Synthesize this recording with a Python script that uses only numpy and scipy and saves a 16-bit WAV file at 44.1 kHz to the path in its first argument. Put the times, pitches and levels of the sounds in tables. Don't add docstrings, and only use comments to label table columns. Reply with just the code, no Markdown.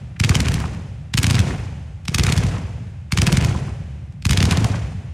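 import sys
import numpy as np
from scipy import signal
from scipy.fft import rfft, irfft
from scipy.io import wavfile
from scipy.ndimage import uniform_filter1d

SR = 44100
rng = np.random.default_rng(int(sys.argv[2]) if len(sys.argv) > 2 else 0)


def generate_wav(signal):
    frames = np.transpose(np.atleast_2d(signal))
    scaled = np.clip(frames, -1, 1) * 32767
    pcm = np.round(scaled).astype(np.int16)
    wavfile.write(sys.argv[1], SR, pcm)


N = 226321


def undb(db):
    return 10 ** (np.asarray(db) / 20)


def unit(x):
    return x / np.sqrt(np.mean(x ** 2))


def colour(x, table):
    hz, db = np.transpose(table)
    f = np.maximum(np.fft.rfftfreq(x.shape[-1], 1 / SR), 1)
    gain = undb(np.interp(np.log(f), np.log(hz), db))
    return irfft(rfft(x) * gain, x.shape[-1])


def spikes(s, gain, lead_s=0):
    line = np.zeros(N + int(lead_s * SR))
    index = np.clip(((s + lead_s) * SR).astype(int), 0, len(line) - 1)
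    np.add.at(line, index, gain)
    return line


# (t/s, crack peak/dB, treble lift/dB, thump gain/dB)
SHOTS = [(0.201, -4.5, 5, -7.5), (0.2389, -2.5, -6, -9), (0.2474, -4, 3, -13.5), (0.2944, -1, 7.5, -3.5),
         (0.3468, -9, 4, -20), (0.354, 0.1, 1.5, -5), (0.4041, -4.5, 8, -12), (0.452, -19, -.6, -21),
         (0.4593, -14.5, 5, -14), (0.4851, -6, 6, -8), (0.5193, -15, 9.5, -33), (0.542, -8, 13, -10.5),
         (0.6025, -19, 9.5, -28), (0.6573, -24, 2.5, -34), (0.748, -29, 4, -40), (1.1402, -4, -0.5, -8.5),
         (1.1753, -3.5, 15, -28), (1.1789, -0.2, 2, -8), (1.1867, -5.5, 8, -15), (1.2323, -2.5, 15, -11.5),
         (1.2435, -3.5, -1, -9), (1.268, -3, 7, -9), (1.301, -6.5, 4.5, -10), (1.3094, -3, 7.5, -11),
         (1.3312, -19, 2.5, -30), (1.3456, -9, 1, -12), (1.3535, -8, 3, -16), (1.3831, -20, -1, -15),
         (1.3925, -5.5, 7.5, -7.5), (1.403, -11, .6, -12.5), (2.055, -26.5, 4.5, -35),
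         (2.0826, -4.5, 1.5, -12), (2.1458, -2.5, 12, -11.5), (2.1482, -1.5, 5.5, -27),
         (2.1845, -2.5, 9.5, -9), (2.197, -4, 0, -7.5), (2.2367, -1.5, 8.5, -12.5), (2.2676, -3, 2, -8),
         (2.2916, -12, -3, -10.5), (2.3, -12, 3.5, -32), (2.3243, -1, 7, -9), (2.366, -16, 7.5, -15),
         (2.378, -9, 8, -7), (2.3841, -16, 5.5, -10.5), (2.4367, -15, 7.5, -8.5), (2.4671, -18.5, 8, -17),
         (3.123, -0.7, 6.5, -9.5), (3.1753, -1, 4, -8.5), (3.1866, -3.5, 2, -8), (3.2188, -1, 6, -7.5),
         (3.2685, -1.5, 9, -7), (3.2744, -5, -.6, -6.5), (3.3215, -12.5, 2, -9), (3.3267, -3, 9.5, -5),
         (3.372, -3.5, 6.5, -6), (3.4125, -13, .6, -9.5), (3.425, -14.5, .6, -17), (3.441, -18, 1, -34),
         (3.4479, -7, 9, -11.5), (4.125, -41, 5, -42), (4.2245, -23.5, -1, -30), (4.254, -3, 5.5, -7),
         (4.267, -16, 11, -31), (4.295, -6, 5, -9), (4.31, -2, 8.5, -7), (4.3226, -11, 4.5, -24),
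         (4.3329, -5, 3, -14), (4.3746, 0.7, 4, -6.5), (4.405, -3, -5, -7), (4.4282, -0.5, 6.5, -6),
         (4.4546, -6, 3.5, -11), (4.4912, -19.5, -4, -22), (4.5115, -1.5, 0.5, -6.5),
         (4.5233, -8.5, -3, -10), (4.573, -7, 3, -5), (4.626, -26, -3.5, -30), (4.645, -7.5, 10.5, -8.5)]
# (f/Hz, level/dB)
CRACK_COLOUR = [(200, -55), (760, -8), (1400, -3), (2400, 2.5), (4500, -1.5), (7000, -6.5), (10000, -12.5),
                (15000, -30), (17000, -52)]
BURST_DB, BURST_RISE_S, BURST_FALL_S = -8, 0.0021, 0.0032
TREBLE_HZ = 5960
WALL_S, WALL_DB = 0.013, -15.5


def cracks():
    size, before = 2048, 512
    out = np.zeros(N + size)
    t = (np.arange(size) - before) / SR
    front = np.gradient(np.exp(-.5 * (t * SR / 1.5) ** 2))
    front = colour(front / np.abs(front).max(), [(100, 35), (4000, -2), (16000, 6)])
    rise = np.exp(np.minimum(t, 0) / BURST_RISE_S)
    fall = np.exp(-np.maximum(t, 0) / BURST_FALL_S)
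    envelope = np.where(t < 0, rise, fall)
    for s, peak_db, lift_db, _ in SHOTS:
        burst = rng.standard_normal(size) * envelope * undb(BURST_DB)
        tilt = [(TREBLE_HZ / 2, 0), (TREBLE_HZ * 2.2, lift_db)]
        crack = colour(colour(front + burst, CRACK_COLOUR), tilt)
        i = int(s * SR) - before
        out[i:i + size] += crack * undb(peak_db) / np.abs(crack).max()
    return out[:N] + undb(WALL_DB) * np.roll(out, int(WALL_S * SR))[:N]


# (t/s, gain/dB)
BOOMS = [(0.4079, -10.1), (0.6102, -21), (0.6427, -24), (1.3366, -11), (1.441, -14), (1.4691, -15),
         (2.364, -12), (2.455, -11), (3.433, -17), (3.478, -9), (3.487, -15), (3.5085, -14.5),
         (4.5002, -16.5), (4.5799, -10), (4.609, -20), (4.6161, -10.5), (4.636, -13.5), (4.7419, -19),
         (4.8312, -24), (1.55, -19), (2.53, -24), (2.801, -24)]


def lows():
    s, db = np.transpose([(shot[0], shot[3]) for shot in SHOTS] + BOOMS)
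    return s, undb(db)


THUMP_PEAK_S = 0.01097
THUMP_STRETCH, THUMP_CENTRE, THUMP_SPREAD = 0.34, 0.088, 0.44


def thump(slower=1):
    log_time = np.log(np.arange(1, 4000) / SR / (THUMP_PEAK_S * slower))
    chirp = np.cos(np.pi * log_time / THUMP_STRETCH)
    return chirp * np.exp(-.5 * ((log_time - THUMP_CENTRE) / THUMP_SPREAD) ** 2)


def thumps():
    return signal.fftconvolve(spikes(*lows()), thump())[:N]


# (t/s, peak/dB, centre f/Hz)
KNOCKS = [(0.167, -33.5, 1676), (0.318, -18, 1110), (0.456, -19, 1792), (0.469, -17, 1730),
          (0.519, -25, 1610), (0.582, -21.5, 1675), (0.642, -20, 1072), (0.659, -25, 870),
          (0.749, -30, 1580), (1.367, -18, 1994), (1.384, -14.5, 1830), (1.469, -24, 805),
          (1.508, -21, 1228), (2.249, -18, 1720), (2.285, -18, 1700), (2.293, -21, 2340),
          (2.436, -22.5, 1277), (2.551, -25, 915), (2.573, -27, 887), (3.11, -35, 1639), (3.238, -32, 1010),
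          (3.291, -19.5, 1260), (3.55, -23, 775), (3.682, -30, 1160), (4.324, -40, 1900),
          (4.529, -14.5, 1337), (4.648, -17.5, 690), (4.743, -21, 1110), (4.758, -27, 2020)]
KNOCK_S = 0.0035


def knocks():
    before, after = 500, 1000
    out = np.zeros(N)
    t = np.arange(-before, after) / SR
    for s, db, hz in KNOCKS:
        band = signal.butter(2, [hz / 1.5, hz * 1.5], "bandpass", fs=SR, output="sos")
        burst = signal.sosfilt(band, rng.standard_normal(len(t)) * np.exp(-np.abs(t) / KNOCK_S))
        i = int(s * SR)
        out[i - before:i + after] += burst / np.abs(burst).max() * undb(db)
    return out


EARLIER_S = .94


def with_earlier(s, gain):
    first = s < EARLIER_S
    return spikes(s, gain, 1) + spikes(s[first] - EARLIER_S, gain[first], 1)


def lumps(hold):
    steps = np.repeat(rng.standard_normal(N // hold + 1), hold)[:N]
    return 1.2 * uniform_filter1d(steps, hold)


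# (centre f/Hz, near level/dB, near decay by 60 dB t/s, far level/dB, far decay by 60 dB t/s)
WASH = [(252, -27, 0.83, -51, 2.47), (594, -33.5, 0.95, -50.5, 2.56), (1104, -35, 0.83, -58.5, 2.55),
        (2033, -29.5, 0.62, -48.5, 2.16), (4950, -33.5, 0.6, -55.5, 2), (7600, -38, 0.58, -64.5, 2.6),
        (10800, -48, .5, -70, 2.1)]
# (f/Hz, level/dB)
AIR = [(9500, -0.5), (10800, -5.5), (12200, -9.5), (16000, -9)]
WASH_RISE_S, WASH_LUMP_DB = 0.085, 3.0
WIDEN_S, SIDE_DB = 0.19, -13.5


def wash():
    s, crack_db = np.transpose(SHOTS)[:2]
    shots = with_earlier(s, undb(crack_db)) + with_earlier(*lows())
    t = np.arange(2 * SR) / SR
    rise = 1 - np.exp(-t / WASH_RISE_S)
    wide = undb(SIDE_DB) / (1 + np.exp(-(t - WIDEN_S) / 0.0088))
    clumped, smooth_response, side_response = 0, 0, 0
    shared = lumps(200)
    for hz, db, t60, far_db, far_t60 in WASH:
        edges = [hz / 1.45, min(hz * 1.45, SR / 2.1)]
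        band = signal.butter(2, edges, "bandpass", fs=SR, output="sos")
        near, far, aside = (unit(signal.sosfilt(band, rng.standard_normal(len(t)))) * rise
                            for _ in range(3))
        near_fade = undb(db - 60 * t / t60)
        far_fade = undb(far_db - 60 * t / far_t60)
        clumps = undb(WASH_LUMP_DB * (.45 * shared + .9 * lumps(350)))
        clumped = clumped + signal.fftconvolve(shots, near * near_fade)[SR:SR + N] * unit(clumps)
        smooth_response = smooth_response + far * far_fade
        side_response = side_response + aside * (near_fade + far_fade) * wide
    mid = signal.fftconvolve(shots, smooth_response)[SR:SR + N]
    side = signal.fftconvolve(shots, side_response)[SR:SR + N]
    return colour(clumped + mid + side * np.array([[1], [-1]]), AIR)


# (f/Hz, level/dB)
RUMBLE_COLOUR = [(32, -10), (48, -9.5), (62, 0), (110, 0.5), (170, -1), (210, -3), (320, -12)]
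# (f/Hz, level/dB)
FAR_ROLL = [(45, -3), (70, -0.5), (150, -0.5), (210, -6)]
RUMBLE_RATE = 300
ROLL_RISE_S, ROLL_DB, ROLL_T60_S, ROLL_FAR_DB, ROLL_FAR_T60_S = 0.037, -18, 1.01, -28.5, 7.5


def rumble():
    place, strength, kind = rng.random((int(RUMBLE_RATE * N / SR), 3)).T
    gains = undb(-1.5 * np.log(1 - strength))
    roll = 0
    for k, slower in enumerate((.7, 1.0, 1.45)):
        pick = (kind * 3).astype(int) == k
        line = spikes(place[pick] * N / SR, gains[pick])
        roll = roll + signal.fftconvolve(line, thump(slower))[:N]
    roll = colour(roll, RUMBLE_COLOUR)
    power = uniform_filter1d(uniform_filter1d(roll ** 2, SR // 10), SR // 10)
    roll = roll / np.sqrt(power)
    s, gain = lows()
    feed = with_earlier(s, gain ** 2)
    t = np.arange(2 * SR) / SR
    swell = 1 - np.exp(-t / ROLL_RISE_S)
    near_fade = undb(ROLL_DB - 60 * t / ROLL_T60_S) ** 2 * swell
    far_fade = undb(ROLL_FAR_DB - 60 * t / ROLL_FAR_T60_S) ** 2 * swell
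    near, far = (np.sqrt(np.abs(signal.fftconvolve(feed, fade)[SR:SR + N]))
                 for fade in (near_fade, far_fade))
    return roll * near + colour(roll, FAR_ROLL) * far


def scene():
    return cracks() + thumps() + knocks() + wash() + rumble()


TOP_HZ = 15900


def record(dry):
    x = signal.sosfiltfilt(signal.butter(2, 33, "highpass", fs=SR, output="sos"), dry)
    x = np.tanh(0.75 * x) / 0.79
    side_filter = signal.butter(8, 480, "highpass", fs=SR, output="sos")
    side = signal.sosfilt(side_filter, (x[0] - x[1]) / 2)
    x = x.mean(axis=0) + side * np.array([[1], [-1]])
    return signal.sosfilt(signal.ellip(8, .2, 70, TOP_HZ, fs=SR, output="sos"), x)


dry = scene()
out = record(dry)
generate_wav(out)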